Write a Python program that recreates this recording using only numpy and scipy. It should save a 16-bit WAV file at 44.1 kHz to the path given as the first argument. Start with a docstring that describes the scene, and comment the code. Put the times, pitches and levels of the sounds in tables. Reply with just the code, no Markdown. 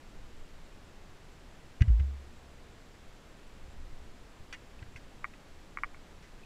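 """Hand-held camera in a stone passage

The air is still and damp: a faint, even hiss over a low handling rumble. One soft bump rattles the
camera's shell and leaves its mount swaying at a deep pitch; smaller rattles follow. A few dry, hollow
ticks, perhaps drips landing close by, each rebound quickly, with faint pips around them."""
import sys
import numpy as np
from scipy import signal
from scipy.fft import rfft, irfft
from scipy.io import wavfile

SR = 44100
rng = np.random.default_rng(int(sys.argv[2]) if len(sys.argv) > 2 else 0)


def dump(signal):
    """Clip the signal to [-1, 1] and save it as 16-bit WAV at the path in sys.argv[1]."""
    limited = np.clip(np.atleast_2d(signal).T, -1, 1)
    pcm = np.round(limited * 32767).astype(np.int16)
    wavfile.write(sys.argv[1], SR, pcm)


N = 284445
TIME = np.arange(N) / SR
FREQS = np.fft.rfftfreq(N, 1 / SR)


# The mount's low ring after a bump: pitch_hz, relative_db, t60_s
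MOUNT_MODES = [(110, -19, 0.37), (164, -24, 0.1), (209.6, -25, 0.11), (306, -29, 0.045), (374, -50, 0.035)]
# Soft bumps on the mount: centre_s, level_db
MOUNT_BUMPS = [(1.8181, -8), (1.905, -21), (2.01, -26.5), (4.406, -42), (4.828, -33.5), (4.958, -39)]

def bumps(half_shove_s=0.003, cutoff_hz=470):
    """Each padded bump shoves the microphone out and back; the mount rings briefly, with no treble."""
    out = np.zeros(N)
    for centre_s, level_db in MOUNT_BUMPS:
        offset = (TIME - centre_s) / half_shove_s
        shove = (1 - offset ** 2) * np.exp(-offset ** 2 / 2)
        out += undb(level_db) * shove
        add(out, centre_s, -undb(level_db) * ring(MOUNT_MODES))
    padding = 1 / (1 + (FREQS / cutoff_hz) ** 8)
    return irfft(rfft(out) * padding, N)


# Deep swings as the mount settles after the big bump: start_s, pitch_hz, level_db
MOUNT_SWINGS = [(1.8733, 72.4, -16.5), (1.9007, 54.4, -14), (1.991, 68.3, -20.5)]

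def sway(attack_s=0.012, t60_s=0.57):
    """The mount swings like a soft spring; each time it reseats, a new pitch takes over from the last."""
    out = np.zeros(N)
    for start_s, pitch_hz, level_db in MOUNT_SWINGS:
        t = np.maximum(TIME - start_s, 0)
        crossfade = np.sin(np.pi / 2 * np.minimum(t / attack_s, 1)) ** 2
        swing = undb(level_db - 60 * t / t60_s) * np.sin(2 * np.pi * pitch_hz * t)
        out = (1 - crossfade) * out + crossfade * swing
    return out


# The shell's short, bright ring: pitch_hz, relative_db, t60_s
SHELL_MODES = [(1370, -17, 0.022), (1625, 0.5, 0.044), (1790, -2.5, 0.034), (1990, -0.5, 0.05),
               (2114, 1, 0.024), (2192, 5, 0.027), (2450, 7.5, 0.0097), (2836, -4, 0.05),
               (3010, -11, 0.021), (3384, -7.5, 0.021), (4566, -3.5, 0.02), (5460, -4, 0.0078),
               (5730, -4.5, 0.013), (6300, -7, 0.0098)]
# Rattles of the shell: start_s, level_db, chatter_ms, tilt_db_per_octave
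SHELL_RATTLES = [(1.8077, -44, 12, -3), (1.8205, -37, 4.7, -5), (1.879, -55, 12, -6),
                 (1.9965, -50.5, 12, -8), (4.5265, -42.5, 4.7, 2), (4.5327, -42.5, 16, -2.5),
                 (4.826, -53.5, 4, -12), (4.96, -49, 16, 0.5), (5.337, -56, 3.6, -6), (6.225, -61, 32, 2)]

def rattles(contacts_per_s=1900, chatter=0.99, grit_db=-10, detune=0.011):
    """A first contact and a fading burst of further ones ring the shell, with a little dry grit."""
    out = np.zeros(N)
    t = TIME[:SR // 16]
    for start_s, level_db, chatter_ms, tilt_db in SHELL_RATTLES:
        fade = np.exp(-(t / (chatter_ms / 1000)) ** 2)
        strengths = chatter * fade * rng.standard_normal(len(t))
        contacts = strengths * (rng.random(len(t)) < contacts_per_s / SR)
        contacts[0] = 1
        # a changing grip shifts the modes a little from one rattle to the next
        modes = [(hz * (1 + detune * rng.standard_normal()), db, t60) for hz, db, t60 in SHELL_MODES]
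        body = signal.fftconvolve(contacts, ring(modes, tilt_db, scatter_db=1.5))[:len(t)]
        body /= body[:SR // 100].std()  # the first 10 ms set the level
        grit = undb(grit_db + 2 * tilt_db) * np.sqrt(fade) * rng.standard_normal(len(t))
        add(out, start_s, undb(level_db) * (body + grit))
    return bandpass(out, low_hz=1270, high_hz=7300, order=2)


# The hollow body of a tick: pitch_hz, relative_db, t60_s
TICK_MODES = [(790, 8.5, 0.015), (1197, 8, 0.018), (1404, 12, 0.0089), (1680, -2, 0.024), (1903, -4, 0.049),
              (2070, 7, 0.012), (2220, 12.5, 0.015), (2860, 0, 0.022)]
# Dry ticks close by: start_s, level_db, rebound_delay_ms
HOLLOW_TICKS = [(5.2435, -20.5, 7.4), (5.7725, -23, 13.7), (5.8348, -17, 8.3), (5.9452, -40.5, 7)]

def ticks(snap_db=-34, snap_decay_s=0.0016, rebound_db=-8.5):
    """A soft, very short contact rings hollow modes, with no bass and a faint snap, and rebounds once."""
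    body = bandpass(ring(TICK_MODES), low_hz=976, high_hz=2290, order=4)
    snap = bandpass(rng.standard_normal(len(body)), low_hz=3500, high_hz=10000, order=2)
    snap *= np.exp(-TIME[:len(body)] / snap_decay_s)
    tick = body / abs(body).max() + undb(snap_db) * snap
    out = np.zeros(N)
    for start_s, level_db, rebound_delay_ms in HOLLOW_TICKS:
        add(out, start_s, undb(level_db) * tick)
        add(out, start_s + rebound_delay_ms / 1000, undb(level_db + rebound_db) * tick)
    return out


# Faint pips, perhaps small drops further off: start_s, pitch_hz, peak_db
FAINT_PIPS = [(4.791, 2610, -52), (4.8285, 2000, -49), (4.9610, 2640, -45.5), (5.336, 2540, -49.5),
              (6.4350, 2540, -49.5)]

def pips(rise_s=0.0016):
    """Each pip is one pitch that swells for a few cycles and dies at once."""
    out = np.zeros(N)
    t = TIME[:SR // 16]
    envelope = t / rise_s * np.exp(1 - t / rise_s)
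    for start_s, pitch_hz, peak_db in FAINT_PIPS:
        add(out, start_s, undb(peak_db) * envelope * np.sin(2 * np.pi * pitch_hz * t))
    return out


# Moves of the hand holding the camera: centre_s, half_length_s, rumble_db, shake_db
HAND_MOVES = [(0.244, 0.21, -42, -79), (3.84, .17, -42, -51), (4.85, .6, -53, -62.5), (5.88, .06, -47, -64)]

def handling(held_rumble_db=-56, held_shake_db=-70):
    """The hand keeps up a deep rumble and shakes the mount's resonances; each move swells both."""
    rumble_power, shake_power = undb(held_rumble_db) ** 2, undb(held_shake_db) ** 2
    for centre_s, half_length_s, rumble_db, shake_db in HAND_MOVES:
        swell = np.exp(-((TIME - centre_s) / half_length_s) ** 2)
        rumble_power += swell * undb(rumble_db) ** 2
        shake_power += swell * undb(shake_db) ** 2
    rumble = noise(resonance(hz=12.5, width_hz=22.6))
    shake = noise(resonance(hz=65.7, width_hz=14.5) + undb(-14) * resonance(hz=113, width_hz=30))
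    return rumble * np.sqrt(rumble_power) + shake * np.sqrt(shake_power)


# Tone curve of the still air and microphone hiss: frequency_hz, relative_db
HISS_CURVE = [(10, 3), (30, 10), (50, -5.5), (70, 3.5), (95, -3), (165, -4), (330, -7), (670, -11.5),
              (1100, -14.5), (1800, -16.5), (3500, -21.5), (6000, -27), (8000, -30)]
# Tone curve of the fainter sizzle on top: frequency_hz, relative_db
SIZZLE_CURVE = [(4820, -30), (8200, -11), (8540, -4.5), (15500, -15.5)]
# Thin whistling bands in the hiss: pitch_hz, width_hz, rms_db
WHISTLE_BANDS = [(6880, 110, -88), (7490, 100, -83), (7990, 110, -87)]

def hiss(step_hz=8150):
    """A steady bed of air and microphone hiss, with thin whistles just under a step down in the treble."""
    air = noise(colour(HISS_CURVE) * (FREQS < step_hz), rms_db=-58, low_hz=200, high_hz=7000)
    sizzle = noise(colour(SIZZLE_CURVE) * (FREQS >= step_hz), rms_db=-77)
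    whistles = sum(noise(resonance(hz, width_hz), rms_db) for hz, width_hz, rms_db in WHISTLE_BANDS)
    return air + sizzle + whistles


def ring(modes, tilt_db=0, scatter_db=0):
    """A struck body's decaying modes, tilted about 2 kHz; where the blow lands scatters their levels."""
    t = TIME[:SR // 4]
    pitch_hz, level_db, t60_s = np.transpose(modes)[:, :, None]
    octaves = np.log2(pitch_hz / 2000)
    level_db = level_db + tilt_db * octaves + scatter_db * rng.standard_normal(pitch_hz.shape)
    return np.sum(undb(level_db - 60 * t / t60_s) * np.sin(2 * np.pi * pitch_hz * t), axis=0)


def noise(gain, rms_db=0, low_hz=0, high_hz=SR):
    """Noise shaped by a gain per frequency; the part between low_hz and high_hz sits at rms_db."""
    spectrum = rfft(rng.standard_normal(N)) * gain
    band = irfft(spectrum * ((FREQS >= low_hz) & (FREQS <= high_hz)), N)
    return irfft(spectrum, N) * undb(rms_db) / band.std()


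def colour(curve):
    """Gain per frequency along a tone curve."""
    hz, db = np.transpose(curve)
    return undb(np.interp(np.log(FREQS + 1), np.log(hz), db))


def resonance(hz, width_hz):
    """Gain per frequency of one resonant peak."""
    return 1 / (1 + (2 * (FREQS - hz) / width_hz) ** 2)


def bandpass(sound, low_hz, high_hz, order):
    """Keep one band of a sound."""
    return signal.sosfilt(signal.butter(order, [low_hz, high_hz], "bandpass", fs=SR, output="sos"), sound)


def undb(db):
    """Decibels to gain."""
    return 10 ** (np.asarray(db) / 20)


def add(track, start_s, sound):
    """Mix a sound into the track at its cue."""
    first = int(start_s * SR)
    track[first:first + len(sound)] += sound[:N - first]


def scene():
    """A mono mix; everything is close to the microphone or faint, so it sounds dry."""
    bed = hiss() + handling()
    return (bumps() + sway() + rattles() + ticks() + pips() + bed)[None]


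def record(dry):
    """The recorder cuts the top steeply above 15.5 kHz."""
    return signal.sosfilt(signal.ellip(10, rp=0.1, rs=80, Wn=15500, fs=SR, output="sos"), dry)


dry = scene()
out = record(dry)
dump(out)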